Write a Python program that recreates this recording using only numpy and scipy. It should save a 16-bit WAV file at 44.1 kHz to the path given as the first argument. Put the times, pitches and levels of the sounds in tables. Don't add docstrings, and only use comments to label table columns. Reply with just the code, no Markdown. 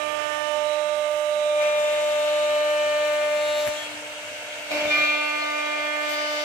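import sys
import numpy as np
from scipy import signal
from scipy.io import wavfile

SR = 44100
rng = np.random.default_rng(int(sys.argv[2]) if len(sys.argv) > 2 else 0)


def store_pcm(level_fs):
    pcm = np.round(np.clip(level_fs, -1, 1) * 32767).astype(np.int16)
    wavfile.write(sys.argv[1], SR, np.atleast_2d(pcm).T)


N = 284004
COARSE_S = np.arange(0, N + 40, 40) / SR
SECOND_BOARD_S = 4.3
CUTOFF_HZ = 15600
ROUGH_DB = 0.47

# (t/s, turn rate/Hz)
SPIN = [(0, 299.2), (3.7, 299.05), (3.85, 299.8), (4.7, 299.8), (4.73, 299.1), (6.44, 299.05)]


def spindle_angle():
    return 2 * np.pi * np.cumsum(fine(in_time(SPIN))[0]) / SR


# (t/s, rms level/dB, left-right/dB, lag in the right port/rad)
TOOTH_PASS = [(0, -40, -27, 4), (.4, -37.5, -20, 1), (.55, -29, -14.5, 0.5), (1.3, -26, -8.5, 0),
              (1.6, -21, -1, 0.5), (2.0, -23.5, 0.5, 0.8), (2.45, -22, 0.1, 0.58), (3.67, -24.5, 0.5, 0.6),
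              (3.7, -27, 2.5, 1.3), (3.8, -37.5, 5, -1.2), (3.86, -47.5, 4, -1), (4.05, -42, 1, 0.7),
              (4.69, -44, -3, -1), (4.705, -39, -2, 3), (4.722, -28, 0, 0.5), (4.74, -38, 1, -1),
              (4.752, -27, 1, 0.8), (4.777, -27.5, -1, 0), (4.793, -35, 2, 1.5), (4.815, -28.5, -1, -0.3),
              (4.838, -27, 2, 0), (4.865, -26, 0, -0.5), (4.9, -26.5, 0, -0.8), (4.925, -42, 3, 0),
              (4.95, -39, -18, -5), (4.985, -34, 3, -2), (5.0, -35, -4, -1), (5.012, -26, -6, -2),
              (5.025, -38, -8, -2), (5.038, -27, -9, -2), (5.052, -34, 4, -3.5), (5.11, -33, -7, -2),
              (5.4, -36, -6.5, -3), (5.7, -35.5, -10.5, -2.5), (5.79, -33.5, -3, -5), (5.94, -34, -7, -5),
              (6.1, -32, -3, -5), (6.44, -31, -3, -6)]


def tooth(turn):
    db, pan_db, lag = in_time(TOOTH_PASS)
    gain = from_db(db + ROUGH_DB * drift(32.0) + pan_db / 2 * [[1], [-1]])
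    phase = 0.031 * drift(47) - lag * [[0], [1]]
    return np.sqrt(2) * fine(gain) * np.sin(2 * turn + fine(phase))


# (t/s, level from a full cut/dB)
BITE = [(0, 1.2), (3.55, -0.5), (3.72, -2.5), (3.86, -9.5), (4.0, -41), (4.7, -20), (4.715, -3),
        (4.893, -5), (4.912, 5), (5.08, 3), (5.3, 0), (6.44, -1)]


def bite_db():
    return in_time(BITE)[0]


# (multiple, rate on the first board/rad per s, rate on the second board/rad per s)
LAG_CREEP = [(1, 0, -0.3), (4, -0.7, -0.5), (5, -0.46, 1.1), (6, 2, -0.8), (7, 4.5, .2), (8, 0.5, 0.1),
             (9, -0.7, 2), (10, -1.9, 0.5), (11, 1.5, -1.5), (12, -1, -0.2), (13, 2, -2.2), (14, 1, 0),
             (15, -1, -0.36)]
# (t/s, time past the middle/s)
PASS_TIME = [(0, -.9), (1.7, -.9), (3.7, 1.1), (4.3, 1.1), (4.31, -.7), (4.9, -.7), (6.44, .84)]


def lag_creep(multiple, second):
    lag = 0
    for m, first_rate, second_rate in LAG_CREEP:
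        if round(m) == multiple:
            lag = lag + np.where(second, second_rate, first_rate) * in_time(PASS_TIME)[0]
    return lag


# (peak t/s, multiple, rise/s, fall/s, gain/dB, left-right/dB)
TRAVEL_SWELLS = [(0.0, 1, 0.05, 0.21, 3, 1), (0.0, 8, 0.05, 0.27, 6, -13), (.1, 11, 0.23, 0.44, 4, 0),
                 (.3, 5, 0.23, 0.27, 4, -7), (.7, 14, .4, .3, 5, -2), (.8, 12, 0.45, 0.24, 9, 7),
                 (0.15, 4, 0.82, 0.61, 3, 0), (0.4, 6, 0.91, 0.31, 11.5, 2), (0.5, 10, 0.74, 0.32, 7.5, -2),
                 (0.552, 3, 0.42, 0.48, 5, -4.5), (0.68, 13, 0.1, 0.45, 10.5, 0.5),
                 (.4, 17, 0.35, .4, 4, -7), (.4, 19, 0.28, 0.8, 4.5, -1), (0.65, 18, 0.9, 0.35, 4, -4),
                 (0.9, 10, 0.2, 0.13, -11, -2), (1.051, 7, 0.74, 0.34, 5, -4),
                 (1.052, 8, 0.46, 0.36, -13, 11), (1.5, 14, 0.55, .9, -15, -9), (.4, 12, 0.58, .5, 5.5, 1),
                 (1.45, 13, 0.56, 0.47, 4, -7.5), (1.3, 1, 0.93, 0.9, -9, 8), (1.45, 6, 0.67, 1, -3, 19),
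                 (1.5, 12, 0.33, 1.7, 6, -10), (1.6, 8, 0.21, 1.1, 8.5, 0), (1.75, 8, 0.14, .08, 2.5, -2),
                 (1.7, 12, 0.16, 0.81, 0, -3), (1.899, 8, 0.1, 0.64, -11, -30),
                 (2.0, 1, 0.42, 0.61, -8.5, -18), (2.0, 4, 0.31, 0.44, -3, .1),
                 (2.05, 5, 0.51, 1.1, -9, -20), (2.3, 8, 0.24, 0.25, -2, -3), (2.4, 13, .4, 0.53, 1.5, -2),
                 (2.5, 6, 0.4, .3, -0.5, -5), (2.7, 5, 0.6, .6, 7.5, 1), (2.9, 10, 0.16, 0.46, 5, 5),
                 (3.2, 9, .6, 0.26, -5, 8), (3.5, 5, .3, .2, 5, -7), (3.5, 15, 0.36, .3, 0, 2),
                 (2.3, 17, 0.54, 1.8, -17, -20), (2.4, 7, 0.37, 0.56, -4, -6),
                 (2.5, 13, 0.52, 0.32, 1, 7.5), (2.55, 12, 0.13, 1.1, -10, 6), (2.7, 10, 0.46, 0.24, 5, 1),
                 (2.95, 6, 0.44, 0.56, 6, -3), (2.95, 8, 0.72, 0.79, 4, 10), (3.5, 10, 0.42, 0.39, -12, 11),
                 (3.5, 13, 0.41, 0.27, -16, -3), (3.6, 9, 0.52, 0.33, -9, 5), (3.55, 12, 0.33, .15, -3, 3),
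                 (3.3, 7, 0.27, 0.27, 3.5, 3), (3.3, 10, 0.17, 0.074, 2, 1), (3.82, 6, 0.067, 0.018, 12, 6),
                 (3.85, 11, 0.15, 0.12, 20, 11), (3.775, 11, .025, .08, 10, .1), (3.8, 14, .15, .2, 8, .1),
                 (3.85, 4, 0.73, 0.044, -5.5, 10), (3.95, 1, 0.16, 0.18, 10, 4),
                 (4.4, 1, 0.35, 0.22, -3.5, 15), (4.73, 9, 0.027, 0.69, 8.5, 7),
                 (4.74, 1, 0.057, 0.19, 10.5, 6), (4.8, 4, 0.2, 0.24, -9.5, 11),
                 (4.85, 3, 0.15, 0.038, 4, -9), (4.84, 8, 0.04, 0.045, 4.5, -2), (4.97, 8, .04, .06, 2, .1),
                 (1.59, 8, .02, .05, 3, .1), (4.88, 1, 0.086, 0.042, 6, 6), (4.89, 13, 0.033, 0.047, 7, 3),
                 (4.91, 8, 0.02, 1.4, 9.5, 3.5), (4.9, 11, 0.03, 0.053, -3, -7),
                 (4.885, 12, 0.02, 0.061, 15.5, 4), (4.9, 6, .05, .2, -1.5, -7),
                 (4.97, 14, 0.027, 0.28, 2.5, -2), (4.92, 9, 0.046, 0.095, -13, -2),
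                 (5.02, 13, 0.066, 0.19, 7, -3), (5.05, 8, 0.22, 0.14, 3, 0),
                 (4.72, 8, .012, 0.016, 10, .1), (4.755, 8, 0.012, 0.024, 9, .1),
                 (4.98, 4, 0.027, .04, 6, 1), (5.25, 9, 0.13, 0.18, 6.5, 4), (5.25, 7, 0.13, .15, -3.5, -2),
                 (5.199, 5, 0.12, 0.33, 3.5, 4), (4.95, 3, 0.06, 0.26, -17, 11),
                 (4.95, 10, 0.39, 0.32, 5.5, -3), (5.0, 14, 0.38, 0.44, 4, 1),
                 (5.08, 9, 0.11, 0.38, 4.5, -2), (5.1, 15, 0.16, 0.23, 4, 3),
                 (5.18, 12, 0.27, 0.07, 8.5, -1), (5.1, 4, 0.17, .25, -1, 6.5),
                 (6.0, 4, 0.36, 0.57, 2.5, -1), (5.2, 6, 0.14, 0.11, -9, 4),
                 (5.43, 14, 0.029, 0.022, 13, 0.1), (5.45, 11, 0.039, 0.22, -3.5, -23),
                 (5.5, 4, 0.5, 0.47, 4.5, 3.5), (5.5, 8, 0.13, 0.079, -7.5, 2.7),
                 (5.55, 14, 0.13, 0.52, -10.3, -5), (5.65, 15, .1, .12, 2, -2), (5.8, 16, .07, 0.08, 5, .1),
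                 (5.25, 15, .1, .08, 6, .1), (6.05, 11, 0.093, .2, 1, -1), (5.62, 8, .07, 0.18, 0, .1),
                 (5.8, 10, 0.088, 0.34, -4, -13), (5.95, 13, 0.27, 0.13, -21, 3),
                 (6.0, 6, 0.4, 0.52, 8, -3.5), (6.08, 13, 0.057, 0.5, 1, 0), (6.1, 12, 0.091, 0.13, 5, 1.5),
                 (6.15, 10, 0.1, 1.3, -3.5, 14), (6.17, 16, 0.097, 0.26, 3, 2),
                 (6.301, 8, 0.26, 0.39, -11, 15), (6.3, 17, 0.15, 0.5, -1, 9),
                 (6.35, 7, 0.39, 1.3, -5.5, -6), (1.7, 10, .15, 0.29, -7, -2), (1.8, 15, .3, .5, -11, -3),
                 (1.7, 19, .15, .2, 6, .1), (1.7, 20, .2, .3, -6, .1), (2.9, 15, .5, .4, 5, 2),
                 (2.9, 17, .5, .5, 6, .1), (2.7, 23, 1.0, .8, -6, 1), (4.8, 7, 0.15, .12, -8, -4),
                 (4.8, 6, .1, .1, -6, .1), (4.8, 10, .08, .08, 6, 1), (5.0, 10, 0.12, .3, -4, .1),
                 (4.78, 15, .06, .1, 4, .1), (5.0, 16, 0.22, .45, -5, .1), (5.4, 15, .25, .4, 4, 1),
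                 (5.2, 18, .15, .15, 4, .1), (5.4, 13, .12, 0.11, -5, .1), (5.45, 17, .25, 0.71, -4, 2),
                 (5.6, 16, .15, .15, -7, .1), (5.6, 20, .3, .2, 4, .1), (6.3, 6, .2, .4, 3, -0.5),
                 (6.3, 11, .2, .4, -5, .1), (6.3, 12, .2, .4, 6, .1), (6.3, 19, .15, .3, 5, .1),
                 (6.15, 22, .08, .3, 7, .1), (6.4, 23, .15, 0.18, 8, .1), (6.15, 16, .06, .1, 3.5, 1),
                 (6.3, 18, .15, .3, -5, .1), (1.05, 12, .3, .25, 5, .1), (.1, 12, .08, .1, -4, .1),
                 (.02, 13, .05, .06, 6, .1), (.2, 13, .12, .15, -4, .1), (1.84, 13, .08, .08, -7, .1),
                 (1.3, 11, .1, .12, -3, .1), (6.28, 14, .1, .15, 4, .1), (5.83, 14, .06, .08, 3, .1),
                 (5.97, 12, .1, .07, -6, .1), (5.37, 12, .05, .04, -3, .1), (5.45, 12, .04, .05, 4, .1),
                 (5.52, 11, .12, .1, -4, .1), (5.9, 11, .08, .08, 3, .1), (5.45, 10, .05, .06, 4, .1),
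                 (5.97, 9, .08, .05, 3, .1)]


def travel_swells(multiple):
    swell_db, swell_pan_db = 0, 0
    for peak, m, rise, fall, gain_db, pan_db in TRAVEL_SWELLS:
        if round(m) == multiple:
            swell = hump(peak, rise, fall)
            swell_db = swell_db + gain_db * swell
            swell_pan_db = swell_pan_db + pan_db * swell
    return swell_db, swell_pan_db


TOP_FROM = 15
FLICKER_DB = 0.7
# (multiple, then for the first board rms level/dB,
# left-right/dB, lag in the right port/rad, and the same three for the second board)
BOARD_MULTIPLES = [(1, -52, -1.5, 0.61, -44, -4, 0.54), (3, -40.5, -3.5, -0.67, -40, -1, -1.4),
                   (4, -37, -5.5, 0.83, -37, 1.5, -1.26), (5, -42, 8.5, -2.5, -44, -11.5, -0.14),
                   (6, -43.5, 0, -1.2, -39.5, 0, 4), (7, -45.5, 7.5, 3, -36, -6.5, -1),
                   (8, -46, 6, -0.8, -37, -3.5, 0.07), (9, -44.5, 3.5, -.5, -47, -3, 0.6),
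                   (10, -45.5, -2, 0.3, -40.5, 3.5, 4), (11, -53, -8.5, 0.25, -49, 16.5, 2),
                   (12, -48.5, 9, 0.85, -51, 11, 1.1), (13, -47, 5.5, 3.5, -51.5, 16.5, 2),
                   (14, -53.5, 9, -0.5, -50.5, 5.5, 1.5), (15, -61.5, 14, -1, -53, 11, 2),
                   (16, -77, 4.7, 1.5, -54, 10.5, 1), (17, -65, 1, -0.5, -54.5, 14, 3),
                   (18, -64.5, 2, -3.5, -61, 11, 0), (19, -58, 8, 3.5, -62, 15, -1),
                   (20, -62, 11, -0.5, -62.5, 23, 2), (21, -63, -6, -4, -62, 10, -4),
                   (22, -68, 5, -1, -65, 0, -4.5), (23, -57.5, 14, 4, -65.7, 0.7, -1.5),
                   (24, -54, 9.5, 1.7, -64, -6, -2.5), (25, -60, 13, -1.5, -76, -2, -6),
                   (26, -62, 15, 2, -75, -5, -8), (27, -64, 4, -1.5, -69, -4, 4.5),
                   (28, -63, -2, 3.5, -73, -6, 3), (29, -64, 3, 2, -69, -7, -4),
                   (30, -63.5, -3, 2, -80, -1.9, 0), (31, -63, -1, 4, -69, -5, -3.5),
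                   (32, -77, -4.5, -0.5, -80.0, -10.7, 2)]
# (multiple, rms level/dB)
FREE_RUN = [(1, -55), (3, -55.5), (4, -103), (5, -57), (6, -68), (9, -54.5), (12, -67.5), (32, -83)]
# (t/s, gain/dB)
TOP_LEVEL = [(0, 5), (1.6, 5.5), (1.85, -0.5), (3.4, -1), (3.85, 9), (4.7, 6), (5.2, -4), (5.4, -1),
             (6.0, -1.5), (6.12, 5), (6.44, 8)]


def whine(turn, wander_db=0.4, wander_rad=0.06):
    cut_db = bite_db()
    second = COARSE_S > SECOND_BOARD_S
    out = 0
    for k, *boards in BOARD_MULTIPLES:
        k = round(k)
        level_db, pan_db, lag = np.where(second, np.c_[boards[3:]], np.c_[boards[:3]])
        lag = lag + lag_creep(k, second)
        swell_db, swell_pan_db = travel_swells(k)
        swell_db = swell_db + in_time(TOP_LEVEL)[0] * (k >= TOP_FROM)
        level = np.hypot(from_db(level_db + cut_db), from_db(at_hz(FREE_RUN, k)))
        level = level * from_db(swell_db + ROUGH_DB * drift(21))
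        spread = np.clip(0.17 * k, 0, 1.3)
        shift_db = spread * (wander_db * drift(1.2, channels=2) + FLICKER_DB * spread * drift(18.0))
        gain = ports(k * SPIN[0][1], pan_db + swell_pan_db) * from_db(shift_db)
        phase = rng.uniform(0, 2 * np.pi) + 0.016 * drift(44) - lag * [[0], [1]]
        phase = phase + spread * wander_rad * drift(0.42, channels=2)
        out = out + np.sqrt(2) * fine(gain * level) * np.sin(k * turn + fine(phase))
    return out


# (t/s, rms level of the centre line/dB)
CHATTER = [(3.28, -57), (3.36, -50), (3.45, -44), (3.59, -40.5), (3.66, -47.5), (3.75, -60)]
CHATTER_LINES = {-3: -3, -2: -11, -1: -6, 0: 0, 1: -6, 2: -6}.items()


def squeal(turn, centre_hz=3772):
    t = np.arange(N) / SR
    ring = 2 * np.pi * centre_hz * t + 0.12 * fine(drift(8))
    lines = sum(from_db(db) * np.sin(ring + k * turn + rng.uniform(0, 2 * np.pi)) for k, db in CHATTER_LINES)
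    sounding = (t > CHATTER[0][0]) & (t < CHATTER[-1][0])
    return np.sqrt(2) * fine(from_db(in_time(CHATTER))) * lines * sounding


# (peak t/s, rise/s, fall/s, then gain/dB at each pitch of FLARE_PITCHES)
NOISE_FLARES = [(.1, .6, 0.92, 11, 6, 3, 3.2, 2.5, 0.3), (1.63, 0.078, 0.14, 0.3, 5, 3, 3.4, .1, 2.2),
                (3.62, 0.29, 0.24, 4, 0.033, .1, .4, 1.5, 6), (3.679, 0.015, 0.025, 6, 8, 3, .3, .3, 8.9),
                (4.725, 0.038, 0.2, 0, 26, 14, 5.1, 6.1, 4.6), (4.855, 0.015, .04, 2, 8, 6, 1.2, .2, .2),
                (4.97, 0.24, 0.24, 14, 22, 12, 4.8, 6.4, 7.7),
                (6.11, 0.037, .09, -2, -5, -2, 0.42, 2.4, 13), (6.3, .2, 1.2, -7, -5, -2, .1, 2.5, 4.7)]
FLARE_PITCHES = [90, 300, 800, 1800, 4500, 12000]


def flare_db(hz):
    total_db = 0
    for peak, rise, fall, *gains_db in NOISE_FLARES:
        total_db = total_db + hump(peak, rise, fall) * np.interp(np.log(hz), np.log(FLARE_PITCHES), gains_db)
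    return total_db


AIR_DB = -36
TEAR_WANDER_DB = 1.5
HISS_LOW_HZ = 72.6
# (f/Hz, first board level/dB per Hz, second board level/dB per Hz)
FIBRES = [(123, -91.5, -92.5), (446, -84, -92), (990, -76, -81), (1350, -75.5, -76.5), (1780, -75, -72.5),
          (2350, -70.5, -72), (4010, -79.5, -78.5), (7300, -87.5, -86), (10900, -90, -104),
          (13500, -92.5, -89.5)]
# (f/Hz, share of the bite's dB)
FIBRES_FOLLOW = [(120, -0.24), (500, 0.4), (1200, 0.03), (2300, 0.03), (4500, 0.1), (12000, 0.1)]
# (f/Hz, relative level/dB per Hz)
MOTOR_AIR = [(18, -66), (30, -73), (114, -26.5), (270, -18), (299, -66), (341, -71), (591, 14), (639, -5),
             (691, -9.5), (1200, -42), (1330, 0.5), (2240, -16.5), (4310, -23.5), (7270, -11), (15500, -48)]
# (f/Hz, left-right/dB)
HISS_BALANCE = [(60, 2), (150, -1), (300, 0), (900, -4.5), (1200, 1), (1800, -1.5), (2400, 3), (3600, 4),
                (7000, 1.5), (15000, 3.5)]


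def hiss(turn, patchy_db=1.0, gate=0.043):
    cut_db = bite_db()
    second = COARSE_S > SECOND_BOARD_S
    fibres = np.array(FIBRES)
    teeth = 1 + gate * np.cos(2 * turn) + 0.12 * np.cos(turn)
    grid = np.arange(30, CUTOFF_HZ)
    air_db = AIR_DB - 10 * np.log10(np.sum(from_db(2 * at_hz(MOTOR_AIR, grid))))
    out, together = 0, drift(5)
    edges = 28 * 2 ** (np.arange(29) / 3)
    white = rng.standard_normal((2, 2, N))
    for k, (a, b) in enumerate(zip(edges, edges[1:])):
        band = signal.butter(2, [a, b], "band", fs=SR, output="sos")
        mid, side = signal.sosfilt(band, white[k % 2])
        hz = np.sqrt(a * b)
        tear_db = np.where(second, at_hz(fibres[:, ::2], hz), at_hz(fibres, hz))
        tear_db = tear_db + at_hz(FIBRES_FOLLOW, hz) * cut_db
        tear = from_db(tear_db + flare_db(hz) + TEAR_WANDER_DB * drift(5.7))
        level = np.hypot(from_db(air_db + at_hz(MOTOR_AIR, hz)), fine(tear) * teeth)
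        patches = from_db(patchy_db * (0.067 * together + drift(23)))
        gain = fine(ports(hz, at_hz(HISS_BALANCE, hz)) * patches)
        out = out + level * gain * blend(mid, side, hz)
    out = signal.sosfilt(signal.butter(2, HISS_LOW_HZ, "high", fs=SR, output="sos"), out)
    return out * np.sqrt(SR / 4)


BOARD_FOLLOWS_CUT, BOARD_FOLLOWS_FLARE = 0.13, 1.92
# (f/Hz, width/Hz, first board rms level/dB, second board rms level/dB)
BOARD_RINGS = [(631, 174, -51, -45.5), (760, 130, -60, -61), (2060, 90, -56, -50), (2235, 110, -50, -44.5),
               (2360, 120, -50, -48), (2580, 170, -50, -50)]


def board():
    follow_db = BOARD_FOLLOWS_CUT * bite_db() + BOARD_FOLLOWS_FLARE * flare_db(FLARE_PITCHES[3])
    second = COARSE_S > SECOND_BOARD_S
    out = 0
    for hz, width, first_db, second_db in BOARD_RINGS:
        level = from_db(follow_db + np.where(second, second_db, first_db))
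        out = out + fine(level) * ringing([(hz, width, 0)])
    return out


HOUSING_DB = -43.5
# (f/Hz, width/Hz, relative level/dB)
HOUSING_RINGS = [(586, 13, -16.5), (929, 130, -8.5), (1376, 190, -10), (2183, 110, -3.5), (2780, 650, 2.5)]


def housing():
    return from_db(HOUSING_DB) * ringing(HOUSING_RINGS)


# (f/Hz, width/Hz, gain of the peak or dip/dB)
REFLECTIONS = [(1700, 70, -2), (1880, 70, -3), (2460, 60, -1), (2545, 40, -2), (2760, 110, 0),
               (2930, 60, -2.5), (3120, 80, -3), (3250, 90, 3), (3450, 180, -4.5), (3850, 90, 4),
               (4060, 140, -1.5), (4700, 250, .5)]


def coloured(x):
    for hz, width, db in REFLECTIONS:
        x = x + (from_db(db) - 1) * resonance(x, hz, width)
    return x


CRACK_HZ, CRACK_S, CRACK_NOISE = 2000, 0.00041, 0.33
# (f/Hz, relative level/dB, t60/s)
THUD_MODES = [(75, -16, .04), (115, -3, 0.05), (254, 1, 0.03), (410, -4, .03)]
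# (t/s, low thud level/dB, crack level/dB, left-right/dB)
CLICKS = [(3.669, -44, -17, 8), (3.6755, -39, -15, 13), (3.683, -35, -20, 3), (4.716, -55, -24, .1),
          (4.753, -52, -22, -2), (4.853, -38, -26, -5), (4.875, -44, -32, .1), (4.911, -44, -32, .1),
          (4.94, -50, -34, .1)]


def clicks():
    out = np.zeros((2, N))
    t = np.arange(6000) / SR
    thud = sum(from_db(db - 60 * t / t60) * np.sin(2 * np.pi * hz * t) for hz, db, t60 in THUD_MODES)
    for s, thud_db, crack_db, pan_db in CLICKS:
        crack = np.sin(2 * np.pi * CRACK_HZ * t) + CRACK_NOISE * rng.standard_normal((2, len(t)))
        crack = crack * np.exp(-t / CRACK_S)
        click = from_db(thud_db) * thud + from_db(crack_db) * crack
        i = round(s * SR)
        out[:, i:i + len(t)] += from_db([[pan_db / 2], [-pan_db / 2]]) * click
    return out


# (f/Hz, rms level/dB, from t/s, to t/s)
STEADY_TONES = [(70, -63, -1, .68), (98, -71, -1, 4.7), (102.6, -71, -1, 4.7), (50, -73, 5.1, 7),
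                (80, -69, 4.72, 5.08), (463, -60, -1, 7), (484.5, -58, 1.5, 3.7), (647.3, -57, -1, 4.7),
                (646.3, -51, 5.1, 7), (14190, -79, .5, 2.2), (2169, -57, .5, 3.7), (2616, -54, 0, 3.7),
                (3537, -62, .5, 3.4), (3838, -61, .5, 3.4), (4700, -64, 4.9, 7)]


def faint_tones():
    t = np.arange(N) / SR
    out = 0
    for hz, db, start, end in STEADY_TONES:
        level = fine(between(start, end, 0.11) * ports(hz) * from_db(db + 1.0 * drift(5.7)))
        out = out + np.sqrt(2) * level * np.sin(2 * np.pi * hz * t + 1.16 * fine(drift(1.9)))
    return out


TREBLE_HZ = 4500
# (t/s, share shut for low and middle pitches, share shut for the treble)
FINGER = [(0, 1.36, 1.2), (.5, 1.75, 1.17), (1.1, 1.8, 1.15), (1.4, 1.27, 0.96), (1.55, 0.97, 0.86),
          (1.59, 0.42, 0.88), (1.62, 0, 0.14), (1.76, 0.12, 0.2), (1.8, 0.013, 0), (6.44, 0.033, 0.11)]
# (f/Hz, gain/dB)
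FINGER_LOSS = [(60, -2.5), (380, 0), (700, -7), (1300, -13.5), (2400, -11), (4000, -18.5), (7000, -41),
               (12000, -29)]


def ports(hz, pan_db=0.):
    shut = in_time(FINGER)[int(hz > TREBLE_HZ)]
    left_db = pan_db / 2 + np.clip(shut, 0, 2) * at_hz(FINGER_LOSS, hz)
    right_db = -pan_db / 2 + 0 * shut
    return from_db([left_db, right_db])


# (f/Hz, left-right likeness from -1 to 1)
PORT_LIKENESS = [(60, 0.69), (130, 1), (250, 0.85), (550, 0.79), (1650, -0.04), (4970, -0.0014),
                 (15000, -0.097)]


def blend(mid, side, hz):
    alike = np.clip(at_hz(PORT_LIKENESS, hz), -1, 1)
    return np.sqrt(1 + alike) * mid + np.sqrt(1 - alike) * side * [[1], [-1]]


def pair(hz):
    mid, side = rng.standard_normal((2, N))
    return blend(mid, side, hz) / np.sqrt(2)


def resonance(x, hz, width):
    r = np.exp(-np.pi * width / SR)
    zeros = np.array([1, 0, -1]) * (1 - r * r) / 2
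    return signal.lfilter(zeros, [1, -2 * r * np.cos(2 * np.pi * hz / SR), r * r], x)


def ringing(modes):
    out = 0
    for hz, width, db in modes:
        ring = resonance(resonance(pair(hz), hz, width), hz, width)
        out = out + from_db(db) * fine(ports(hz)) * rms_one(ring)
    return out


def from_db(db):
    return 10 ** (np.asarray(db) / 20)


def rms_one(x):
    return x / np.sqrt(np.mean(x ** 2) + 1e-20)


def in_time(rows):
    s, *columns = np.transpose(rows)
    return np.array([np.interp(COARSE_S, s, c) for c in columns])


def at_hz(points, hz):
    points = np.array(points)
    return np.interp(np.log(hz), np.log(points[:, 0]), points[:, 1])


def fine(rows):
    return np.array([np.interp(np.arange(N) / SR, COARSE_S, row) for row in np.atleast_2d(rows)])


def drift(rate, channels=1):
    r = np.exp(-2 * np.pi * rate * 40 / SR)
    noise = rng.standard_normal((channels, len(COARSE_S) + 2000))
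    slow = signal.lfilter([1], [1, -2 * r, r * r], noise)[:, 2000:]
    return slow / slow.std(axis=1, keepdims=True)


def between(start, end, fade_s):
    return np.clip(np.minimum(COARSE_S - start, end - COARSE_S) / fade_s, 0, 1)


def hump(peak, rise, fall):
    return np.interp(COARSE_S, [peak - max(rise, .005), peak, peak + max(fall, .005)], [0, 1, 0])


def scene():
    turn = spindle_angle()
    noise = coloured(hiss(turn) + housing() + board())
    return tooth(turn) + whine(turn) + noise + squeal(turn) + clicks() + faint_tones()


def record(dry, low_hz=35.5):
    wet = signal.sosfilt(signal.butter(2, low_hz, "high", fs=SR, output="sos"), dry)
    return signal.sosfilt(signal.cheby2(18, 70, CUTOFF_HZ * 1.004, fs=SR, output="sos"), wet)


dry = scene()
out = record(dry)
store_pcm(out)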